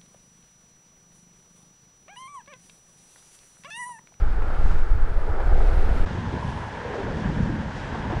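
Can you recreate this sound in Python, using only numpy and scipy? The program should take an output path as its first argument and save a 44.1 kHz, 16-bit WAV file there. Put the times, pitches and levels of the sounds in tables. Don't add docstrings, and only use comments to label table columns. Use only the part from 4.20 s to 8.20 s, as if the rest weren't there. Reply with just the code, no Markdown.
import sys
import numpy as np
from scipy import signal
from scipy.fft import rfft, irfft, next_fast_len
from scipy.io import wavfile
from scipy.ndimage import uniform_filter1d

SR = 44100
rng = np.random.default_rng(int(sys.argv[2]) if len(sys.argv) > 2 else 0)


def persist_wave(psi):
    counts = np.round(np.clip(psi, -1, 1) * 32767).astype(np.int16)
    wavfile.write(sys.argv[1], SR, np.atleast_2d(counts).T)


N = 176400
TIME = np.arange(N) / SR
SPOT_CHANGE_S = 1.855

# f/Hz, density level/dB
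BUFFET_SPECTRUM_1 = [(12, -28.5), (25, -32), (45, -40), (70, -47), (110, -60.5), (200, -71.5), (400, -95),
                     (800, -115)]
BUFFET_SPECTRUM_2 = [(12, -65), (30, -55.5), (60, -51.5), (120, -52.5), (220, -57.5), (330, -66),
                     (550, -73), (1000, -94)]
# t/s, gain/dB
GUSTS_1 = [(0, 0.5), (.06, -0.5), (.19, -3), (.27, 1), (.35, -2), (.42, 0.5), (.53, 8), (.65, -3.5),
           (.71, 3), (.78, 1), (.88, -1), (1.04, -4), (1.11, 0), (1.23, -5.5), (1.33, 4.5), (1.46, 1.5),
           (1.58, 1.5), (1.68, 0.5), (1.85, 0.5)]
GUSTS_2 = [(1.859, 2), (2.051, -1), (2.299, 0.5), (2.451, -9.5), (2.78, -12), (2.881, 1), (3.0, 0),
           (3.12, 5), (3.16, 0.5), (3.22, 6.5), (3.29, 1), (3.44, -1), (3.51, -4.5), (3.6, -2),
           (3.85, -1.5), (3.96, 3)]
# f/Hz, density level/dB
HISS_SPECTRUM_1 = [(900, -105), (2000, -75.5), (2800, -83.5), (5000, -90.5), (6500, -96.5), (8000, -98),
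                   (10500, -101.5), (13000, -110), (16000, -116)]
HISS_SPECTRUM_2 = [(900, -90.5), (2000, -86.5), (2500, -83), (3200, -82.5), (4000, -88), (6000, -92),
                   (8000, -101), (9600, -106), (10600, -119)]
# t/s, gain/dB
HISS_GAIN = [(0, -7), (.35, -6), (.53, -3.5), (.66, -6), (.82, -7.5), (1.25, -5.5), (1.42, -1.5),
             (1.75, -0.5), (2.3, -1), (2.5, -2), (3.07, 0), (3.48, -3), (3.6, 0), (4, -1)]
# f/Hz, density level/dB
ROAR_SPECTRUM_1 = [(100, -70), (260, -71), (380, -67.5), (650, -70.5), (850, -68.5), (1070, -75),
                   (1350, -69.5), (1700, -75.5), (2300, -93), (4000, -110)]
ROAR_SPECTRUM_2 = [(100, -63.5), (300, -76), (450, -70), (700, -72), (930, -68), (1230, -76.5),
                   (1650, -70.5), (2300, -83.5), (4000, -100)]
# t/s, gain/dB
ROAR_GAIN = [(0, -2), (.33, 3), (.7, -1), (1.0, 0), (1.25, 2), (1.8, 2.5), (2.0, 0), (2.7, 3), (3.1, 2.5),
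             (3.45, 1), (3.8, 3), (4, 1)]
# t/s, level/dB, hollow f/Hz, 30 dB decay time/s
WAVE_SLAPS = [(0.22, -30, 1010, 0.012), (0.512, -31.5, 885, 0.04), (1.2, -32, 790, 0.076),
              (2.125, -33.5, 450, 0.1), (2.735, -36.5, 740, 0.46), (3.746, -31, 960, 0.04),
              (3.901, -29.5, 744, 0.053), (3.92, -29, 520, 0.063), (3.968, -28.5, 750, 0.018)]
# peak t/s, rise/s, fall/s, level/dB, centre f/Hz, sink/(octave/s)
WATER_SLOSHES = [(.3, 0.047, 0.065, -40, 750, 0.88), (2.8, 0.11, 0.15, -34, 479, .9),
                 (3.2, 0.27, 0.054, -31.5, 198.7, 0.33), (3.33, 0.046, 0.12, -31.5, 240.7, 1.7)]
# t/s, peak level/dB, f/Hz, 60 dB decay time/s
AIR_POCKETS = [(.322, -37, 490, 0.06), (1.074, -28.5, 438.4, .13), (1.204, -29, 407, 0.084),
               (2.126, -27, 310, 0.036), (2.139, -24, 420, 0.031), (2.226, -26, 953, .035),
               (2.648, -28, 482, .16), (2.755, -29, 455, 0.12), (2.79, -29, 390, .14),
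               (3.2, -13, 189, 0.052), (3.226, -14.5, 126.6, 0.083), (3.293, -23, 317, 0.065),
               (3.385, -22, 184, .1), (3.746, -24, 710, 0.038), (3.753, -25, 423, 0.04),
               (3.901, -22.5, 610, 0.014), (3.928, -21, 330, 0.065), (3.966, -22, 150, 0.071)]
# peak t/s, rise/s, fall/s, level/dB, centre f/Hz
BREAKING_CRESTS = [(.52, 0.08, 0.068, -63, 5200), (2.271, 0.086, 0.22, -66, 8300),
                   (3.55, 0.032, 0.073, -57.5, 4200)]
# peak t/s, rise/s, fall/s, level/dB, centre
# f/Hz, sink/(octave/s)
VEHICLE_PASS_STAGES = [(1.26, 0.14, 0.37, -38, 688.4, 0.46), (1.448, 0.35, 1, -38, 424.2, .15),
                       (1.801, 0.16, 0.11, -36.5, 200.2, .3)]
# peak t/s, rise and fall/s, level/dB, centre f/Hz
TYRE_TONES = [(2.28, 0.26, -40, 944.4), (3.842, 0.11, -40.5, 881)]


def from_db(db):
    return 10 ** (np.asarray(db) / 20)


def unit_rms(x):
    return x / np.sqrt(np.mean(x ** 2) + 1e-20)


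def gain_curve(rows):
    return from_db(np.interp(TIME, *np.transpose(rows)))


def flicker(rate_hz, depth_db, size=N):
    hop = 100
    pole = np.exp(-2 * np.pi * rate_hz * hop / SR)
    slow = signal.lfilter([1], [1, -2 * pole, pole ** 2], rng.standard_normal(size // hop + 1002))
    gain = from_db(depth_db * unit_rms(slow[500:]))
    return np.interp(np.arange(size) / hop, np.arange(len(gain)), gain)


def band(x, low_hz, high_hz):
    return signal.sosfilt(signal.butter(2, [low_hz, high_hz], "band", fs=SR, output="sos"), x)


def low_pass(x, hz):
    return signal.sosfilt(signal.ellip(10, .1, 80, hz, fs=SR, output="sos"), x)


def coloured(spectrum, flicker_db, size):
    hz, db = np.transpose(spectrum)
    length = next_fast_len(size, True)
    octave = np.log2(np.arange(length // 2 + 1) * SR / length + 1)
    density = from_db(np.interp(octave, np.log2(hz), db)) * np.sqrt(SR / 2)
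    shaped = density * rfft(rng.standard_normal(length))
    out = np.zeros(size)
    for k in range(int(np.log2(hz[0])), int(np.log2(hz[-1])) + 1):
        one_octave = irfft(shaped * (np.floor(octave) == k), length)[:size]
        out += one_octave * flicker(rate_hz=9, depth_db=flicker_db, size=size)
    return out


def spot_noises(spectrum_1, spectrum_2, flicker_db):
    first = int(SPOT_CHANGE_S * SR)
    return coloured(spectrum_1, flicker_db[0], first), coloured(spectrum_2, flicker_db[1], N - first)


def same_spot(t):
    return (TIME < SPOT_CHANGE_S) == (t < SPOT_CHANGE_S)


def evened(x, window_s=0.1):
    width = int(window_s * SR)
    power = uniform_filter1d(uniform_filter1d(x ** 2, width), width // 2)
    return x * np.sqrt(np.mean(x ** 2) / (power + 1e-12))


def swell(peak_s, rise_s, fall_s):
    width_s = np.where(TIME < peak_s, rise_s, fall_s)
    return np.exp(-((TIME - peak_s) / width_s) ** 2 / 2)


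def gliding_noise(hz, width_hz):
    smoothing = signal.butter(3, width_hz / 2, fs=SR, output="sos")
    in_phase, quadrature = signal.sosfilt(smoothing, rng.standard_normal((2, N)))
    phase = 2 * np.pi * np.cumsum(hz) / SR
    return unit_rms(in_phase * np.cos(phase) + quadrature * np.sin(phase))


def add(out, t, sound):
    start = int(t * SR)
    out[start:start + len(sound)] += sound[:max(len(out) - start, 0)]


def bubble(hz, decay_s, pitch_rise=0.074, onset_cycles=0.94):
    age = np.arange(int(decay_s * SR) + 2) / SR
    cycles = hz * age * (1 + pitch_rise * age / decay_s / 2)
    envelope = np.minimum(cycles / onset_cycles, 1) * from_db(-60 * age / decay_s)
    return envelope / envelope.max() * np.sin(2 * np.pi * cycles)


def wind_buffet(ceiling=0.64):
    first, second = spot_noises(BUFFET_SPECTRUM_1, BUFFET_SPECTRUM_2, flicker_db=(1.1, 1.5))
    pressure = np.r_[evened(first), evened(second)]
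    pressure *= gain_curve(GUSTS_1 + GUSTS_2) * flicker(rate_hz=26, depth_db=1.88)
    return ceiling * np.tanh(pressure / ceiling)


def water_hiss():
    rush = np.concatenate(spot_noises(HISS_SPECTRUM_1, HISS_SPECTRUM_2, flicker_db=(0.5, 0.4)))
    hiss = (rush * gain_curve(HISS_GAIN) + spray()) * flicker(rate_hz=27, depth_db=0.55)
    return np.where(TIME < SPOT_CHANGE_S, hiss, low_pass(hiss, hz=10400))


def far_traffic():
    roar = np.concatenate(spot_noises(ROAR_SPECTRUM_1, ROAR_SPECTRUM_2, flicker_db=(0.8, 0.7)))
    return roar * gain_curve(ROAR_GAIN) * flicker(rate_hz=136, depth_db=0.94)


def chop(bubbles_per_s=260, ring_cycles=14, tilt_db_per_octave=-3.5):
    birth_chance = bubbles_per_s * flicker(rate_hz=4, depth_db=4) / SR
    strengths = from_db(6.4 * np.minimum(rng.exponential(1, N), 4)) * rng.choice([-1, 1], N)
    births = np.flatnonzero(rng.random(N) < birth_chance)
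    hz = 450 * 2 ** rng.uniform(0, 3.43, N)
    out = np.zeros(N)
    for i in births:
        cycles = np.arange(int(ring_cycles * SR / hz[i])) * hz[i] / SR
        ring = np.sin(2 * np.pi * cycles) * from_db(-60 * cycles / ring_cycles)
        add(out, i / SR, strengths[i] * from_db(tilt_db_per_octave * np.log2(hz[i])) * ring)
    return from_db(-56) * unit_rms(band(out, 350, 3800))


def slaps(attack_s=0.0011, relative_width=0.74, splash_db=-15.5):
    out = np.zeros(N)
    age = np.arange(SR // 2) / SR
    edge_ratio = 1 + relative_width / 2
    for t, db, hz, decay_s in WAVE_SLAPS:
        envelope = np.minimum(age / attack_s, 1) * from_db(-30 * age / decay_s)
        body = unit_rms(band(rng.standard_normal(len(age)), hz / edge_ratio, hz * edge_ratio))
        splash = unit_rms(band(rng.standard_normal(len(age)), 1100, 2950))
        add(out, t, from_db(db) * envelope * (body + from_db(splash_db) * splash))
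    return out


def sloshes(bubbles_per_s=220, spread_octaves=0.322, spread_db=1.5, ring_cycles=18):
    out = np.zeros(N)
    for t, rise, fall, db, hz, sink in WATER_SLOSHES:
        crowd = np.zeros(N)
        for k in range(int(bubbles_per_s * N / SR)):
            delay, detune, strength = rng.standard_normal(3)
            born_s = abs(k + delay) / bubbles_per_s
            drop_octaves = sink * np.clip(born_s - t, -2 * rise, 2 * fall)
            bubble_hz = hz * 2 ** (spread_octaves * detune - drop_octaves)
            ring = bubble(bubble_hz, ring_cycles / bubble_hz)
            add(crowd, born_s, from_db(spread_db * strength) * ring)
        out += from_db(db) * swell(t, rise, fall) * unit_rms(evened(crowd))
    return out


def glugs():
    out = np.zeros(N)
    for t, db, hz, decay_s in AIR_POCKETS:
        add(out, t, from_db(db) * bubble(hz, decay_s))
    return out


def spray():
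    out = np.zeros(N)
    for t, rise, fall, db, hz in BREAKING_CRESTS:
        fizz = band(rng.standard_normal(N), hz / np.sqrt(2), hz * np.sqrt(2))
        out += from_db(db) * swell(t, rise, fall) * unit_rms(fizz)
    return out


def passing_vehicles(relative_width=0.52):
    out = np.zeros(N)
    for t, rise, fall, db, hz, sink in VEHICLE_PASS_STAGES:
        centre_hz = hz * 2 ** (-sink * np.clip(TIME - t, -1, 1))
        rush = gliding_noise(centre_hz, relative_width * hz) * flicker(rate_hz=41, depth_db=0.9)
        out += from_db(db) * swell(t, rise, fall) * same_spot(t) * rush
    return out


def singing_tyres(relative_width=0.23, sink_octaves_per_s=0.087):
    out = np.zeros(N)
    for t, width_s, db, hz in TYRE_TONES:
        centre_hz = hz * 2 ** (-sink_octaves_per_s * (TIME - t))
        tone = gliding_noise(centre_hz, relative_width * hz)
        out += from_db(db) * swell(t, width_s, width_s) * same_spot(t) * tone
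    return out


def scene():
    air = wind_buffet() + water_hiss()
    road = far_traffic() + passing_vehicles() + singing_tyres()
    water = chop() + slaps() + sloshes() + glugs()
    return (air + road + low_pass(water, hz=9100))[None]


def record(dry, fade_s=0.0068):
    dip = np.minimum(np.abs(TIME - SPOT_CHANGE_S) / fade_s, 1)
    return low_pass(dry * dip, hz=15700)


dry = scene()
out = record(dry)
persist_wave(out)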